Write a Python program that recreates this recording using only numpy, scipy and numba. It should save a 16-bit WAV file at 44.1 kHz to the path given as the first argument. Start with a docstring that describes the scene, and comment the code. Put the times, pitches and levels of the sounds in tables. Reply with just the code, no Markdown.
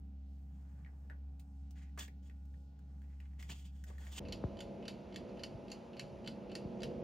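"""A fridge hums under a faint kitchen hiss while a soft brush wipes and dabs dough on a paper-lined tray.
After a cut, close to the oven door, a fan drones, a clockwork timer ticks and three dull thumps slide down.
Brush and timer are noise bursts through resonances, thumps are falling swings, and fridge and fan are
wavering sine partials with coloured noise around them. A phone with two microphone ports hears it all."""
import sys
import numpy as np
from scipy import signal
from scipy.fft import rfft, irfft
from scipy.io import wavfile
from scipy.ndimage import uniform_filter1d
from numba import njit

SR = 44100
rng = np.random.default_rng(int(sys.argv[2]) if len(sys.argv) > 2 else 0)


def put_to_file(sound):
    """Save the sound as 16-bit audio at rate SR, in the file named by the first command-line argument."""
    columns = np.atleast_2d(sound).T  # one column per channel
    safe = np.clip(columns, -1, 1)
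    whole_steps = np.round(safe * 32767)
    wavfile.write(sys.argv[1], SR, whole_steps.astype(np.int16))


N = 310023  # samples


def undb(db):
    """Amplitude factor of a level in dB."""
    return 10 ** (np.asarray(db) / 20)


def level(x, db):
    """Set the RMS level in dB."""
    return x * undb(db) / np.sqrt(np.mean(x ** 2))


def curves(rows):
    """Columns of a (start_s, ..) table, one value a sample."""
    s, *columns = np.transpose(rows)
    return [np.interp(np.arange(N) / SR, s, c) for c in columns]


def on_bins(table):
    """Columns of a (pitch_hz, ..) table, one value a spectrum bin, drawn over log frequency."""
    hz, *columns = np.transpose(table)
    bin_hz = np.arange(N // 2 + 1) * SR / N
    return [np.interp(np.log(bin_hz + 1), np.log(hz), c) for c in columns]


def band(x, lo_hz, hi_hz, order=2):
    """Band-pass between two corners."""
    corners = [lo_hz, min(hi_hz, .45 * SR)]
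    return signal.sosfilt(signal.butter(order, corners, "band", fs=SR, output="sos"), x)


@njit
def moving_band(x, hz, sharp):
    """State-variable band-pass with a moving centre, gain 1 at the centre."""
    y, b, l = np.empty(len(x)), 0., 0.
    for i in range(len(x)):
        g = np.tan(np.pi * hz[i] / SR)
        v = (b + g * (x[i] - l)) / (1 + g * (g + 1 / sharp))
        b, l, y[i] = 2 * v - b, l + 2 * g * v, v / sharp
    return y


def decay(t, t60_s):
    """Exponential fade that falls 60 dB in t60_s."""
    return np.exp(-np.log(1000) * t / t60_s)


def walk(rate):
    """Random levels held 1 / rate s and slewed twice; spread near 1."""
    k = int(SR / rate)
    steps = np.repeat(rng.standard_normal(N // k + 1), k)
    return 1.36 * uniform_filter1d(uniform_filter1d(steps, k), k)[:N]


def airy(spectrum, flicker_db, rate):
    """Two unrelated noises of one colour; each octave flickers on its own."""
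    bins = rfft(rng.standard_normal((2, N))) * undb(on_bins(spectrum)[0])
    octave = np.log2(np.arange(N // 2 + 1) * SR / N + 1)
    out = 0
    for k in range(4, 16):
        one_octave = irfft(bins * np.clip(1 - abs(octave - k), 0, 1), N)
        out = out + undb(flicker_db * walk(rate)) * one_octave
    return level(out, 0)


def partials(table, turn, waver_db, waver_rate, drift_rad, drift_rate):
    """Sines at multiples of one turning phase, each wavering in level and drifting in phase."""
    out = np.zeros(N)
    for multiple, db in table:
        phase = multiple * turn + drift_rad * walk(drift_rate) + rng.uniform(0, 2 * np.pi)
        out += undb(db + waver_db * walk(waver_rate)) * np.sin(phase)
    return out


def ring(push, modes):
    """A push sets decaying modes going, each a one-pole complex resonator."""
    out = 0
    for hz, db, t60_s in modes:
        pole = np.exp(2j * np.pi * hz / SR - np.log(1000) / (t60_s * SR))
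        out = out + undb(db) * signal.lfilter([1], [1, -pole], push).imag
    return out


# Wipes of the brush: start_s, length_s, start_level_db, end_level_db, treble_db, low_body_db, rub_pitch_hz
WIPES = [(0.502, .12, -96, -91.5, 3.5, 8.5, 1900), (0.652, 0.21, -84.5, -86, -17, -1, 1620),
         (0.873, 0.19, -85, -90, -19, 4.5, 1640), (1.76, 0.066, -68.5, -67.5, -12, -14, 1920),
         (1.837, 0.058, -72.5, -80, -22, -13, 1950), (1.994, .06, -57, -69.5, 4.5, -8.5, 1850),
         (2.232, .05, -90, -91, 7, -3, 1730), (2.9, 0.075, -84, -89, -20, 0.5, 1610),
         (3.02, 0.23, -83.5, -81.5, -16, -5, 1930), (3.203, 0.2, -86, -87, -15, -1, 1980),
         (3.395, 0.11, -71, -76, 0.5, -5.5, 2190), (3.501, 0.028, -56, -66, -4, -7.5, 3000),
         (3.548, 0.15, -73.5, -80.5, 4, -13, 2820), (3.728, 0.095, -89, -82, 3, -8, 1700),
         (3.869, .25, -72.5, -70, -2, -2.5, 1820), (4.125, 0.063, -69.5, -53, 2.5, -7, 3040)]
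# Bright resonances of the bowl: pitch_hz, level_db, t60_s
BOWL_MODES = [(3350, 0, .006), (4800, -8, .005), (6900, -1, .005), (8000, -8, .004)]
LAND_S, LIFT_S = 0.014, 0.032  # fade-in before the start, fade-out after the end
PATCHY_DB, PATCHES_PER_S = 2.5, 60


def strokes():
    """Wet bristles slip in dense uneven clicks; the contact rings at its pitch, tray low, paper and bowl high."""
    t = np.arange(N) / SR
    gain = np.zeros((3, N))  # rub, tray, paper
    for s, length, start_db, end_db, treble_db, body_db, _ in WIPES:
        land = np.clip((t - s) / LAND_S + 1, 0, 1)
        lift = np.clip((s + length - t) / LIFT_S + 1, 0, 1)
        sweep = undb(np.interp(t, [s, s + length], [start_db, end_db]))
        gain += (land * lift) ** 2 * sweep * undb([[0], [body_db], [treble_db]])
    gain *= undb(PATCHY_DB * walk(PATCHES_PER_S))  # the bristles catch and let go

    # the rub pitch holds through each stroke and glides to the next
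    hz = curves([(r[0] + end * r[1], r[-1]) for r in WIPES for end in (0, 1)])[0]
    slips = rng.standard_normal(N) * undb(3.1 * rng.exponential(size=N) + 2.9 * walk(150))
    fine = rng.standard_normal(N) * undb(1.5 * rng.exponential(size=N) + 1.5 * walk(100))
    rub = moving_band(moving_band(slips, hz, 1.8), hz, 1.6)
    rub = level(rub, -2.1) + level(band(fine, 2400, 7300), -12.5)
    tray = level(band(fine, 240, 1220), 0.89)
    paper = level(band(fine, 4000, 10000), -2.5)
    paper += level(band(fine, 8700, 15200), -8.5)
    bowl = level(ring(fine[::-1], BOWL_MODES), 0)  # reversed, so it does not follow the paper
    return np.sum(gain * [rub, tray, paper + bowl], axis=0)


# Dabs of brush and handle: start_s, level_db, pitch_hz, clear_ping_db, treble_db, low_body_db, knock_t60_s
DAB_HITS = [(0.8478, -69, 2230, 9.5, -33, -16, .05), (0.8622, -65, 1880, 10, -33, -19, .14),
            (1.099, -57.5, 1720, 9, -20, -4.5, 0.15), (1.396, -74, 2550, -10, 12, -16, 0.082),
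            (1.708, -84.5, 1430, -10, 21.5, 9, 0.059), (1.9758, -49, 1170, 0, -12, -9, 0.092),
            (1.9778, -49.5, 1820, 1, -16, -16, 0.097), (2.0075, -55, 3420, 11, -16, -8, 0.06),
            (2.027, -60, 1800, -6, -13, -18, 0.062), (2.079, -55, 2140, -15, -7, -10, 0.049),
            (2.297, -62.5, 2220, -10, -9, -11, .035), (2.31, -69, 1900, -10, -12, -11, 0.045),
            (2.454, -86, 1440, -10, 10, -5, .055), (2.5405, -67.5, 1820, -10, -20, -10, 0.043),
            (2.7904, -76.5, 1460, -10, 2.5, -11, 0.066), (3.018, -72, 1790, -10, -3, -12, .055),
            (3.2021, -61.5, 2400, -10, -8, -24, 0.044), (3.3982, -60, 2300, 5, -1, -31, 0.051),
            (3.426, -49.5, 2150, -2, -2.5, -18, 0.028), (3.492, -57, 3220, 2, -19, -19, .047),
            (3.839, -59.5, 1800, -6, 5.5, -21, 0.038), (3.901, -62.5, 1280, -8, -7, 7, 0.066),
            (3.982, -63.5, 1790, 8.5, -1, -22, 0.044), (4.049, -67, 1570, -6, 4, -9, 0.07)]
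CLICK_DB, KNOCK_DB = -4, -3
PING_T60_S, THUD_HZ = 0.027, 482


def dabs():
    """Each dab clicks, pings and knocks at the contact pitch, over a tray thud and under a bright smack."""
    out, t = np.zeros(N + SR), np.arange(SR // 5) / SR
    attack = np.clip(t / 0.00037, 0, 1)
    noises = rng.standard_normal((len(DAB_HITS), 4, len(t)))
    for (s, db, hz, ping_db, treble_db, body_db, t60_s), noise in zip(DAB_HITS, noises):
        # reversed: the filters run on noise that is already going, so the attack stays crisp
        click = level(band(noise[3], hz / 1.5, hz * 1.7)[::-1], CLICK_DB) * np.exp(-t / .003)
        ping = undb(ping_db) * np.sin(2 * np.pi * hz * t) * decay(t, PING_T60_S)
        knock = level(band(noise[0], hz / 1.224, hz * 1.1)[::-1], KNOCK_DB) * decay(t, t60_s)
        thud = level(band(noise[2], THUD_HZ / 2.4, THUD_HZ * 1.57)[::-1], body_db) * decay(t, 1.27 * t60_s)
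        smack = level(band(noise[1], 2700, 14000, order=1), treble_db) * decay(t, 0.59 * t60_s)
        dab = click + ping + knock + thud + smack
        out[int(s * SR):][:len(t)] += undb(db) * attack * dab
    return out[:N]


# Escapement beats, tick and tock in turn: start_s (the drop), drive_db, unlocking_lead_s, push_lead_s
TIMER_BEATS = [(4.3238, -34, 0.072, 0.039), (4.6051, -37, 0.035, 0.015), (4.8805, -34, 0.055, 0.026),
               (5.16, -37.5, 0.035, 0.017), (5.4351, -34.5, 0.063, 0.041), (5.7166, -37, 0.035, 0.015),
               (5.9952, -34.5, .0629, 0.028), (6.2751, -37.5, 0.03, 0.013), (6.5525, -34, 0.057, 0.036),
               (6.8325, -35, 0.028, 0.013)]
# Unlocking, push and drop of a tick, then of a tock: level_vs_beat_db, high_shiver_db, low_shiver_db
BEAT_CONTACTS = [
    [(-21, -11, 1.5), (-14.5, -7.5, -9), (-0.5, -20.5, -19.5)],
    [(-15, -18, -40), (-11, -32, -21), (0, -11.5, -22)],
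]
# Lone light clicks: start_s, drive_db
STRAY_CLICKS = [(5.291, -55)]
# Resonances of the timer case: pitch_hz, level_db, t60_s
CASE_MODES = [(1880, -11, 0.023), (2320, -14, 0.022), (2804, -10.5, 0.035), (3050, -4.5, 0.021),
              (3337, -1, 0.011), (3940, -2.5, 0.0057), (4414, -1, 0.012), (4704, -0.5, 0.011),
              (5500, -4, 0.005), (6180, -11, .01), (6800, -8.5, 0.011), (7400, -3, 0.0026),
              (8500, -15, 0.0049), (10300, -19, 0.0078), (12800, -71, 0.0025)]
# Loose part with the high shiver: pitch_hz, level_db, t60_s
HIGH_SHIVER_MODES = [(4290, -3, .018), (4450, 0, .025), (4680, -2, .015)]
# Loose part with the low shiver: pitch_hz, level_db, t60_s
LOW_SHIVER_MODES = [(2620, -2, .014), (2760, 0, .018)]
STRAY_SHIVER_DB, CONTACT_SCATTER_DB = -9, 3
HARD_DB, HARD_HZ, DULL_HZ_PER_DB = -34, 14000, 480  # top of a hard contact; lighter ones are duller


def timer():
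    """Each escapement contact clicks, then the works rattle on through the short resonances of the case."""
    contacts = []
    for k, (s, db, *leads) in enumerate(TIMER_BEATS):
        for lead, (under_db, high_db, low_db) in zip([*leads, 0], BEAT_CONTACTS[k % 2]):
            contacts.append((s - lead, db + under_db, high_db, low_db))
    contacts += [(s, db, STRAY_SHIVER_DB, STRAY_SHIVER_DB) for s, db in STRAY_CLICKS]
    # no two contacts set the loose parts going alike
    scatter = CONTACT_SCATTER_DB * rng.standard_normal((len(contacts), 4))
    contacts = np.array(contacts) + scatter * [0, 0, 1, 1]

    push, t = np.zeros((3, N + SR)), np.arange(SR // 6) / SR
    fade = np.exp(-t / 0.0021) + 0.37 * np.exp(-t / 0.0069) + 0.047 * np.exp(-t / 0.076)
    noises = rng.standard_normal((len(contacts), 3, len(t)))
    for (s, db, high_db, low_db), noise in zip(contacts, noises):
        top_hz = np.clip(HARD_HZ + DULL_HZ_PER_DB * (db - HARD_DB), 3000, 19000)
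        rattle = band(noise[0] * fade, 300, top_hz, order=1)
        rattle *= np.clip(t / 0.0001 * undb(db + 43.5), 0, 1)  # light contacts build up more slowly
        shivers = noise[1:] * np.exp(-t / np.array([[.022], [.02]]))  # two loose parts shiver on
        gains = undb([[db], [db + high_db], [db + low_db]])
        push[:, int(s * SR):][:, :len(t)] += gains * np.vstack([rattle, shivers])
    case = undb(-25) * band(ring(push[0, :N], CASE_MODES), 2020, 11600, order=1)
    high_shiver = undb(-30) * ring(push[1, :N], HIGH_SHIVER_MODES)
    low_shiver = undb(-25) * ring(push[2, :N], LOW_SHIVER_MODES)
    return case + high_shiver + low_shiver


# Dull thumps: start_s, level_db, blur_s (a longer one starts lower), length_s
THUMP_HITS = [(4.4393, -29, 0.00067, 0.027), (5.543, -40, 0.0034, 0.023), (6.651, -38, 0.0025, 0.019)]


def thumps():
    """A few swings whose pitch drops as one over time: the treble comes first, the bass last."""
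    out, t = np.zeros(N), np.arange(SR // 10) / SR
    for s, db, blur, length in THUMP_HITS:
        hz = 30 + .95 / (t + blur)
        swing = np.sin(2 * np.pi * np.cumsum(hz) / SR)
        shape = np.clip(t / 0.00063, 0, 1) * np.cos(np.pi / 2 * np.clip(t / length, 0, 1) ** 2.1)
        out[int(s * SR):][:len(t)] -= undb(db) * shape * swing
    return np.array([out, out])


# Fan over time: start_s, low_drone_db, rumble_db
FAN_LEVELS = [(4.21, -47, -50), (4.4, -47.5, -53.5), (4.57, -46, -52.5), (4.8, -46.5, -60),
              (5.09, -51, -59), (5.37, -48, -57.5), (5.87, -52, -64), (6.11, -50.5, -58.5),
              (6.7, -45, -61.5), (6.86, -43, -53.5), (7.03, -43.5, -54.5)]
# Partials of the shaft rate: multiple, relative_level_db
SHAFT_PARTIALS = [(6, 3), (7, -1.5), (10, -15.5), (11, -2.5), (14, -9.5), (15, -5), (16, -21.5), (17, -4),
                  (18, -14), (19, -11.5), (20, -7.5), (21, -11.5), (25, -13), (26, -39), (29, -26),
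                  (31, -19.5)]
# Colour of the droning air: pitch_hz, relative_density_db (per Hz)
DRONE_COLOUR = [(53, -47), (90, -20), (134, 0), (166, -4), (200, 1), (285, -4.5), (361, -4.5), (397, -7),
                (674, -13.5), (758, -21), (843, -19.5), (1100, -27.5), (1500, -41), (1950, -66),
                (3300, -120)]
# Colour of the thin rush: pitch_hz, relative_density_db (per Hz)
RUSH_COLOUR = [(530, -30), (900, 5.5), (1110, -8.5), (1220, -3), (1730, -10), (2690, -7), (3470, -14),
               (4330, -16), (7050, -21.5), (8110, -34), (9000, -26.5), (11100, -32), (14500, -48)]
SHAFT_HZ = 32.92
UPPER_DRONE_DB, RUSH_DB = -64.5, -66


def fan():
    """Multiples of the shaft rate wax and wane over a drone of air, a rumble and a thin rush."""
    drone_db, rumble_db = curves(FAN_LEVELS)
    turn = 2 * np.pi * SHAFT_HZ * np.arange(N) / SR
    lines = np.array([partials(SHAFT_PARTIALS, turn, 2.44, 5, 1.0, 3) for _ in range(2)])
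    drone = level(lines, -3.5) + level(airy(DRONE_COLOUR, 1.8, 8), -1.95)
    # the body of the drone swells while its upper part holds steadier
    body = undb(drone_db) * level(band(drone, 60, 720, order=4), 0)
    upper = level(band(drone, 720, 3000, order=4), UPPER_DRONE_DB)
    rumble = undb(rumble_db) * level(band(rng.standard_normal((2, N)), 44, 93), 0)
    rush = undb(RUSH_DB) * airy(RUSH_COLOUR, 1.0, 8)
    return body + upper + rumble + rush


# Hum over time: start_s, level_db
FRIDGE_LEVELS = [(0.0, -49.5), (0.05, -49), (0.28, -48.5), (0.96, -50.5), (1.27, -46), (1.47, -52.5),
                 (1.57, -48), (1.98, -48), (2.08, -51), (2.5, -48), (2.74, -53.5), (3.0, -48),
                 (3.49, -47.5), (3.56, -49.5), (4.1, -46.5), (4.19, -51.5)]
# Overtones of the hum: multiple, relative_level_db
HUM_OVERTONES = [(2, -20.5), (3, -18), (4, -20), (11, -36.5), (12, -36.5), (21, -46)]
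FRIDGE_HZ = 68.9


def fridge():
    """Compressor tone that swells and sags, with gently wavering overtones."""
    turn = 2 * np.pi * FRIDGE_HZ * np.arange(N) / SR
    tone = undb(curves(FRIDGE_LEVELS)[0]) * np.sin(turn)
    overtones = np.array([partials(HUM_OVERTONES, turn, 2.1, 1.6, 0.25, 5.5) for _ in range(2)])
    return np.sqrt(2) * (tone + undb(-51) * overtones)  # root 2 turns RMS levels into peaks


# Colour of the kitchen air: pitch_hz, relative_density_db (per Hz)
KITCHEN_COLOUR = [(28, -32.5), (50, -24), (85, -12), (120, -16.5), (160, -9.5), (195, -12), (240, -24),
                  (310, -31.5), (770, -39), (1050, -48.5), (2100, -52), (2750, -51), (3400, -54.5),
                  (4400, -54.5), (8200, -59.5), (13000, -59.5), (16000, -64)]
KITCHEN_DB = -61


def kitchen_air():
    """Soft coloured noise, weighted to the bass, whose octaves flicker."""
    return level(airy(KITCHEN_COLOUR, 2.47, 7.09), KITCHEN_DB)


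def scattered(x, t60_s, db):
    """The sound and its scatter from nearby surfaces, as a pair: what both ports share and what they do not."""
    t = np.arange(int(.3 * SR)) / SR
    tails = rng.standard_normal((2, len(t))) * decay(t, t60_s)
    wet = [signal.fftconvolve(x, tail / np.linalg.norm(tail))[:N] for tail in tails]
    return np.array([x + undb(db) * wet[0], wet[1]])


def ports(pair, unlike_share, lead):
    """Left and right: the shared sound arrives out of step, the unlike sound with opposite signs."""
    shared = rfft(pair[0])
    unlike = rfft(pair[1]) * undb(on_bins(unlike_share)[0])
    half_lead = .5j * on_bins(lead)[0]
    return np.array([irfft(shared * np.exp(sign * half_lead) + sign * unlike, N) for sign in (1, -1)])


# Share of unlike sound at the ports, by the tray and by the oven: pitch_hz, unlike_share_db
TRAY_UNLIKE = [(60, -55), (200, -20), (400, -6.5), (750, -1), (1400, 1.5), (2600, -8.5), (6000, -3.5),
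               (10600, -31), (14000, -23), (15000, -26.5)]
OVEN_UNLIKE = [(60, -21), (250, -13), (640, -8.5), (1400, -4), (2300, -11), (2900, -23), (6000, -69),
               (8200, -9), (13000, -11)]
# Phase by which left leads right, by the tray and by the oven: pitch_hz, left_lead_rad
TRAY_LEAD = [(60, 0), (600, .15), (2600, .4), (6000, .9), (8500, 1.3), (10700, np.pi), (12500, 4.6),
             (14600, 5.6), (16000, 6.3)]
OVEN_LEAD = [(60, 0), (300, -.25), (1000, 0), (5900, -.1), (7200, -1.6), (8150, -np.pi), (9500, -4.6),
             (11000, -6.1), (12800, -6.5), (14000, -8)]
CUT_S, RESUME_S = 4.195, 4.2005
OVEN_LEFT_DB, OVEN_TOP_HZ = -.9, 13500  # left against right; end of the treble


def scene():
    """Brush, fridge and kitchen air up to the cut; timer, thumps and fan after it."""
    t = np.arange(N) / SR
    tray = scattered(strokes() + dabs(), 0.14, -7.5) + fridge() + kitchen_air()
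    tray = ports(tray, TRAY_UNLIKE, TRAY_LEAD)
    oven = scattered(timer(), 0.14, -4.5) + thumps() + fan()
    oven = ports(oven, OVEN_UNLIKE, OVEN_LEAD) * undb([[OVEN_LEFT_DB / 2], [-OVEN_LEFT_DB / 2]])
    # at the oven the sound ends lower in the treble
    oven = signal.sosfilt(signal.cheby1(8, 1, OVEN_TOP_HZ, fs=SR, output="sos"), oven)
    # a cut with quick fades joins the two places
    before = np.clip((CUT_S - t) / 0.0021, 0, 1)
    after = np.clip((t - RESUME_S) / 0.00093, 0, 1)
    return tray * before + oven * after


TOP_HZ = 15800


def record(dry):
    """The phone drops the deepest bass and cuts the top."""
    dry = signal.sosfilt(signal.butter(3, 32, "high", fs=SR, output="sos"), dry)
    return signal.sosfilt(signal.ellip(10, .2, 60, TOP_HZ, fs=SR, output="sos"), dry)


dry = scene()
out = record(dry)
put_to_file(out)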